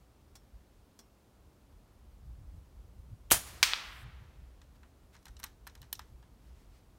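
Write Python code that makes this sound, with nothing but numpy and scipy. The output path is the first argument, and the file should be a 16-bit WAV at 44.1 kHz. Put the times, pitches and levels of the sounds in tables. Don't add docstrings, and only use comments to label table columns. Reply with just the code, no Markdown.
import sys
import numpy as np
from scipy import signal
from scipy.fft import rfft, irfft, next_fast_len
from scipy.io import wavfile
from scipy.ndimage import map_coordinates

SR = 44100
rng = np.random.default_rng(int(sys.argv[2]) if len(sys.argv) > 2 else 0)


def transcribe(signal):
    frames = np.atleast_2d(signal).T
    limited = np.clip(frames, -1, 1)
    pcm = np.round(limited * 32767).astype(np.int16)
    wavfile.write(sys.argv[1], SR, pcm)


N = 307818

# time_s, relative_db
RUMBLE_SWELL = [(0.0, -66), (1.13, -69.5), (2.47, -56), (3.87, -60), (4.16, -56), (4.88, -65), (5.68, -61),
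                (5.77, -59.5), (6.98, -62)]
# frequency_hz, density_db
DEEP_SPECTRUM = [(15, -36.5), (25, -14), (42, -0.5), (62, 3), (80, -3), (110, -24), (250, -59)]
THUD_SPECTRUM = [(50, -20), (85, 0), (110, 2.5), (150, -4.5), (220, -18), (330, -25), (600, -44.5),
                 (1500, -79.5)]
HISS_SPECTRUM = [(110, -32), (180, 1), (234, -1), (298, -2.5), (328, -4), (1090, -12.5), (1190, -13.5),
                 (1770, -19.5), (2090, -20.5), (4180, -23), (7760, -26.5), (14900, -29), (15800, -30.5)]
LINGERING_SPECTRUM = [(4000, -19.5), (8000, 0.5), (10500, -4), (12500, -2), (16000, -6.5)]
# start_s, relative_db
BUTTON_PRESSES = [(0.354, -43.5), (0.9898, -43.5)]
# frequency_hz, density_db
CLICK_SPECTRUM = [(200, -1), (1000, -1.5), (3000, -9.5), (5500, -0.5), (8000, -3.5), (10500, -9),
                  (14000, -11), (16000, -9)]
# pitch_hz, relative_db, t60_s
SPRING_MODES = [(3400, -9, 0.077), (4210, -11.5, .1), (5350, -12, 0.16), (5520, -16, 0.19), (5700, -11, .1)]
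# centre_s, deep_db, thud_db
BENCH_BUMPS = [(.57, -53, -70), (2.27, -50.5, -57), (2.41, -54, -54), (2.57, -45.5, -53), (2.79, -53, -69),
               (3.0, -47.5, -60.5), (3.12, -51, -48.5), (3.54, -54.5, -54), (3.96, -49.5, -68),
               (4.06, -54, -50.5), (4.22, -57, -55), (4.42, -52, -58.5), (5.32, -48, -61), (5.84, -52, -62),
               (6.13, -51.5, -65), (6.68, -55, -67)]
# start_s, level_db, rise_s, t60_s
FIRING_BURSTS = [(3.304, -34.5, .0002, 0.032), (3.3109, -13.5, 0.00042, 0.024),
                 (3.3176, -10, 0.0014, 0.046)]
# frequency_hz, density_db
METAL_SPECTRUM = [(200, -20), (1000, -4.5), (2000, -10), (3400, 5.5), (5000, -7), (7000, -5), (9000, -10.5),
                  (13000, 1), (16000, -12)]
BLAST_SPECTRUM = [(40, -15.5), (100, -13), (350, -5), (550, -14), (1100, -12), (2500, -12.5), (4500, -8),
                  (6000, -4), (8300, -4), (8900, 3.5), (9600, -4), (13000, -7), (16000, -9)]
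POP_SPECTRUM = [(40, -8), (150, -4), (600, -0.5), (1400, 1), (3000, -12.5), (8000, -20), (16000, -37)]
SNAP_SPECTRUM = [(300, -17), (2000, -11.5), (7000, -7.5), (9500, -0.5), (11500, 0), (14500, -2),
                 (17000, -20)]
# pitch_hz, relative_db, t60_s
BARREL_MODES = [(1614, -2.5, 0.17), (3133, -3, .22), (4086, -8, .26), (5700, -5.5, .22), (6810, -9, 0.42),
                (7100, -11.5, .33), (8317, -5, .22), (9490, -1.5, 0.31), (10080, -8.5, 0.36)]
# frequency_hz, density_db
SHELTER_SPECTRUM = [(60, 0.5), (300, -7), (550, -0.5), (1100, 0.5), (2200, -1.5), (3100, -1.5),
                    (4500, -1.5), (6800, 0), (8000, -1), (9800, 2), (13000, -2), (16000, -7.5)]
SHOT_ECHO_SPECTRUM = [(100, -2), (500, -2.5), (1200, -0.5), (3000, -2.5), (7000, -1.5), (11000, 0),
                      (16000, -7.5)]
# frequency_hz, t60_s
WOODS_DECAY = [(200, 1.2), (900, 1.4), (2200, 1.03), (4000, 0.77), (7000, .5), (15000, 0.4)]
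# frequency_hz, density_db
STRIKE_SPECTRUM = [(100, -21.5), (400, -23), (900, -10), (1500, -1.5), (2300, 3.5), (3200, -4.5), (4800, 1),
                   (6800, -4.5), (8200, -12.5), (12000, -16.5), (16000, -20.5)]
STRIKE_ECHO_SPECTRUM = [(150, -25), (500, -16), (1000, -4.5), (1800, 0), (3300, 2), (6000, -0.5),
                        (8000, -7), (10500, -12.5), (16000, -14)]
HARD_ECHO_SPECTRUM = [(200, -30), (800, -9), (1800, -3), (2500, -2), (3400, 3), (4800, -6), (7000, -28),
                      (9000, -33.5), (15000, -43)]
# pitch_hz, relative_db, t60_s
PLATE_MODES = [(1324, -6, 0.63), (2540, -2.5, 0.51), (3280, -6, .5), (3730, -10.5, .6), (4273, -6.5, .4),
               (4638, -7, .5), (5704, -6.5, .22), (7400, -9, .3), (8620, 0, 0.26), (12730, -11.5, 0.23),
               (14900, -9, .25)]
# start_s, knock_db, clack_db, edge_db
ACTION_CONTACTS = [(4.616, -57.5, -57, -69), (4.831, -53, -66, -70), (5.151, -53.5, -59, -74.5),
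                   (5.165, -61, -58, -73), (5.227, -75, -65, -64.5), (5.255, -54, -49, -50.5),
                   (5.266, -50.5, -58, -59), (5.282, -56.5, -53, -55), (5.367, -68, -51, -75),
                   (5.392, -56, -63, -54), (5.399, -52, -53, -46), (5.431, -46.5, -44.5, -52),
                   (5.439, -40.5, -38, -41), (5.441, -46, -45, -36.5), (5.668, -45.5, -53, -53),
                   (5.673, -49.5, -45.5, -45), (5.752, -52.5, -51.5, -55), (5.817, -62, -51.5, -50.5),
                   (5.828, -52, -55, -67), (5.9283, -49.5, -34.5, -29.5), (5.993, -43, -46.5, -48),
                   (6.227, -56, -65, -85)]
# frequency_hz, density_db
KNOCK_SPECTRUM = [(200, -3), (620, -16), (850, 5.5), (1100, 4), (1400, 3.5), (1750, 5), (2400, -2.5),
                  (3200, -4.5), (8000, -40)]
CLACK_SPECTRUM = [(1500, -15), (2700, -7.5), (3500, -1), (4050, 2), (4600, -5), (5700, 1.5), (6300, -3),
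                  (8000, -7), (13000, -39)]
EDGE_SPECTRUM = [(5000, -27), (8000, -4.5), (9700, 4), (10900, -5.5), (12500, 7.5), (13200, -1.5),
                 (14100, -2), (16000, -5)]
# pitch_hz, relative_db, t60_s
LEVER_MODES = [(1863, -17.5, 0.039), (2950, -17.5, 0.06), (4110, -12.5, 0.04), (5140, -22, 0.069),
               (8540, -21, .08)]
LATCH_MODES = [(12610, -8.5, 0.024), (14050, -3, 0.028)]
# centre_s, half_width_s, level_db
RUB_STROKES = [(4.76, 0.014, -73), (5.147, .016, -64), (6.07, 0.045, -76.5), (6.48, 0.062, -75),
               (6.61, 0.06, -73.5), (6.76, 0.05, -71.5)]
# frequency_hz, density_db
RUB_SPECTRUM = [(500, -3), (1900, 3.5), (3000, 0), (5500, -2), (9000, -7.5), (15500, -13)]


def amp(db):
    return 10 ** (np.asarray(db) / 20)


def clock(size):
    return np.arange(size) / SR


def curve_at(points, hz):
    point_hz, values = np.transpose(points)
    return np.interp(np.log(hz + 1), np.log(point_hz + 1), values)


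def noise(spectrum, size):
    fft_size = next_fast_len(size)
    gain = amp(curve_at(spectrum, np.fft.rfftfreq(fft_size, 1 / SR)))
    shaped = irfft(rfft(rng.standard_normal(fft_size)) * gain, fft_size)[:size]
    return shaped / np.sqrt(np.mean(shaped ** 2) + 1e-20)


def pulse(spectrum, size=2048):
    gain = amp(curve_at(spectrum, np.fft.rfftfreq(size, 1 / SR)))
    cepstrum = irfft(np.log(gain))
    cepstrum[1:size // 2] *= 2
    cepstrum[size // 2 + 1:] = 0
    wave = irfft(np.exp(rfft(cepstrum)))
    return wave / np.abs(wave).max()


def decay(t, rise_s, t60_s):
    return (1 - np.exp(-t / rise_s)) * amp(-60 * t / t60_s)


def ringing(modes, t, rise_s):
    ring = np.zeros(len(t))
    for hz, db, t60_s in modes:
        envelope = amp(db + rng.normal(0, 1.5)) * decay(t, rise_s, t60_s)
        ring += envelope * np.sin(2 * np.pi * (hz * t + rng.random()))
    return ring


def wobble(knots_per_s):
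    knots = rng.standard_normal(int(N * knots_per_s / SR) + 4)
    return map_coordinates(knots, [clock(N) * knots_per_s])


def add(track, start_s, sound):
    part = track[round(start_s * SR):][:len(sound)]
    part += sound[:len(part)]


def night():
    t = clock(N)
    swell_db = np.interp(t, *np.transpose(RUMBLE_SWELL))
    deep = amp(swell_db + 2.5) * noise(DEEP_SPECTRUM, N)
    upper_db = -67.5 + 0.43 * (swell_db - swell_db.mean())
    upper = amp(upper_db) * noise(THUD_SPECTRUM, N)
    hiss = amp(-67.5) * noise(HISS_SPECTRUM, N)
    gate = np.interp(t, [3.31, 3.33, 4.03, 4.05], [0, 1, 1, 0])
    lingering = amp(-67.5) * gate * noise(LINGERING_SPECTRUM, N)
    waver_db = 2.5 * wobble(knots_per_s=9)
    return deep * amp(waver_db) + upper + hiss + lingering


def buttons():
    out, t = np.zeros(N), clock(SR // 5)
    for start_s, db in BUTTON_PRESSES:
        click = decay(t, 0.00023, 0.075) * noise(CLICK_SPECTRUM, len(t))
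        spring = ringing(SPRING_MODES, t, rise_s=0.003)
        add(out, start_s, amp(db - 7.5) * (click + spring))
    return out


def bench():
    t, deep, thud = clock(N), np.zeros(N), np.zeros(N)
    half_width_s, recoil_s = 0.04, 3.316
    for centre_s, deep_db, thud_db in BENCH_BUMPS:
        swell = np.exp(-((t - centre_s) / half_width_s) ** 2)
        deep += amp(deep_db) * swell
        thud += amp(thud_db) * swell
    recoil = amp(-35.5) * decay(clock(SR // 2), rise_s=0.018, t60_s=0.21)
    add(deep, recoil_s, recoil)
    add(thud, recoil_s, recoil)
    return deep * noise(DEEP_SPECTRUM, N) + thud * noise(THUD_SPECTRUM, N)


def rifle():
    out, t = np.zeros(N), clock(SR // 2)
    spectra = [METAL_SPECTRUM, METAL_SPECTRUM, BLAST_SPECTRUM]
    for (start_s, db, rise_s, t60_s), spectrum in zip(FIRING_BURSTS, spectra):
        add(out, start_s, amp(db) * decay(t, rise_s, t60_s) * noise(spectrum, len(t)))
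    add(out, 3.311, amp(-32) * ringing(BARREL_MODES, t, rise_s=0.004))
    add(out, 3.3166, amp(-6.5) * pulse(POP_SPECTRUM))
    add(out, 3.3181, amp(-2) * pulse(SNAP_SPECTRUM))
    add(out, 3.319, shelter(t, wet_db=-21, t60_s=0.2) * noise(SHELTER_SPECTRUM, len(t)))
    echoes = woods(SHOT_ECHO_SPECTRUM, rise_s=0.05, t60_scale=1.9, far_db=-25.5, far_t60_s=2.2)
    add(out, 3.33, amp(-44) * echoes)
    add(out, 3.462, amp(-46) * decay(t, 0.0093, 0.18) * noise(SHOT_ECHO_SPECTRUM, len(t)))
    return out


def shelter(t, wet_db, t60_s):
    return amp(wet_db) * decay(t, 0.0064, t60_s)


def woods(spectrum, rise_s, t60_scale, far_db, far_t60_s):
    hz, t, spectrogram = signal.stft(noise(spectrum, 2 * SR), SR, nperseg=256)
    near_t60_s = t60_scale * curve_at(WOODS_DECAY, hz)[:, None]
    near = amp(-60 * t / near_t60_s)
    far = amp(far_db - 60 * t / far_t60_s) / (1 + (hz[:, None] / 2400) ** 2)
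    envelope = np.hypot(near, far)
    _, tail = signal.istft(spectrogram * envelope, SR, nperseg=256)
    build_up = 1 - np.exp(-clock(len(tail)) / rise_s)
    return tail * build_up


def target():
    out, t = np.zeros(N), clock(SR)
    strike_s, hard_echo_s = 3.629, 3.735
    add(out, strike_s, amp(-1.5) * pulse(STRIKE_SPECTRUM))
    near_scatter = decay(t, 0.00017, 0.053) * noise(STRIKE_SPECTRUM, len(t))
    add(out, strike_s, amp(-13.5) * near_scatter)
    add(out, strike_s, amp(-37.5) * ringing(PLATE_MODES, t, rise_s=0.0005))
    echoes = woods(STRIKE_ECHO_SPECTRUM, rise_s=0.0062, t60_scale=0.96, far_db=-15.5, far_t60_s=2.1)
    add(out, strike_s, amp(-30.5) * echoes)
    add(out, hard_echo_s, amp(-9) * pulse(HARD_ECHO_SPECTRUM))
    add(out, hard_echo_s, amp(-27.5) * decay(t, 0.0005, 0.028) * noise(HARD_ECHO_SPECTRUM, len(t)))
    return out


def action():
    out, t = np.zeros(N), clock(SR // 4)
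    rebound_delay_s, rebound_db = 0.024, -14.5
    for start_s, knock_db, clack_db, edge_db in ACTION_CONTACTS:
        rise_s = 0.00025 * amp((-39 - clack_db) / 2)
        knock = decay(t, 2 * rise_s, 0.024) + shelter(t, wet_db=-15, t60_s=0.18)
        clack = decay(t, rise_s, 0.019) + shelter(t, wet_db=-26.5, t60_s=0.28)
        edge = decay(t, rise_s, 0.014) + shelter(t, wet_db=-29.5, t60_s=0.21)
        knock *= noise(KNOCK_SPECTRUM, len(t))
        clack *= noise(CLACK_SPECTRUM, len(t))
        edge *= noise(EDGE_SPECTRUM, len(t))
        clack += ringing(LEVER_MODES, t, rise_s)
        add(out, start_s, amp(knock_db) * knock + amp(clack_db) * clack + amp(edge_db) * edge)
        rebound = decay(t, 0.00074, 0.03) * noise(CLACK_SPECTRUM, len(t))
        add(out, start_s + rebound_delay_s, amp(clack_db + rebound_db) * rebound)
    add(out, 5.9284, amp(-30) * ringing(LATCH_MODES, t, rise_s=0.0002))
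    return amp(2.5) * out


def rubbing():
    t, strokes = clock(N), np.zeros(N)
    for centre_s, half_width_s, db in RUB_STROKES:
        strokes += amp(db) * np.exp(-((t - centre_s) / half_width_s) ** 2)
    return strokes * noise(RUB_SPECTRUM, N)


def scene():
    return (rifle() + target() + buttons() + action() + rubbing() + bench() + night())[None]


def record(dry):
    cutoff_hz, order = 15850, 100
    fft_size = next_fast_len(N + SR // 2)
    hz = np.fft.rfftfreq(fft_size, 1 / SR)
    gain = 1 / np.sqrt(1 + (hz / cutoff_hz) ** (2 * order))
    return irfft(rfft(dry, fft_size) * gain, fft_size)[..., :N]


dry = scene()
out = record(dry)
transcribe(out)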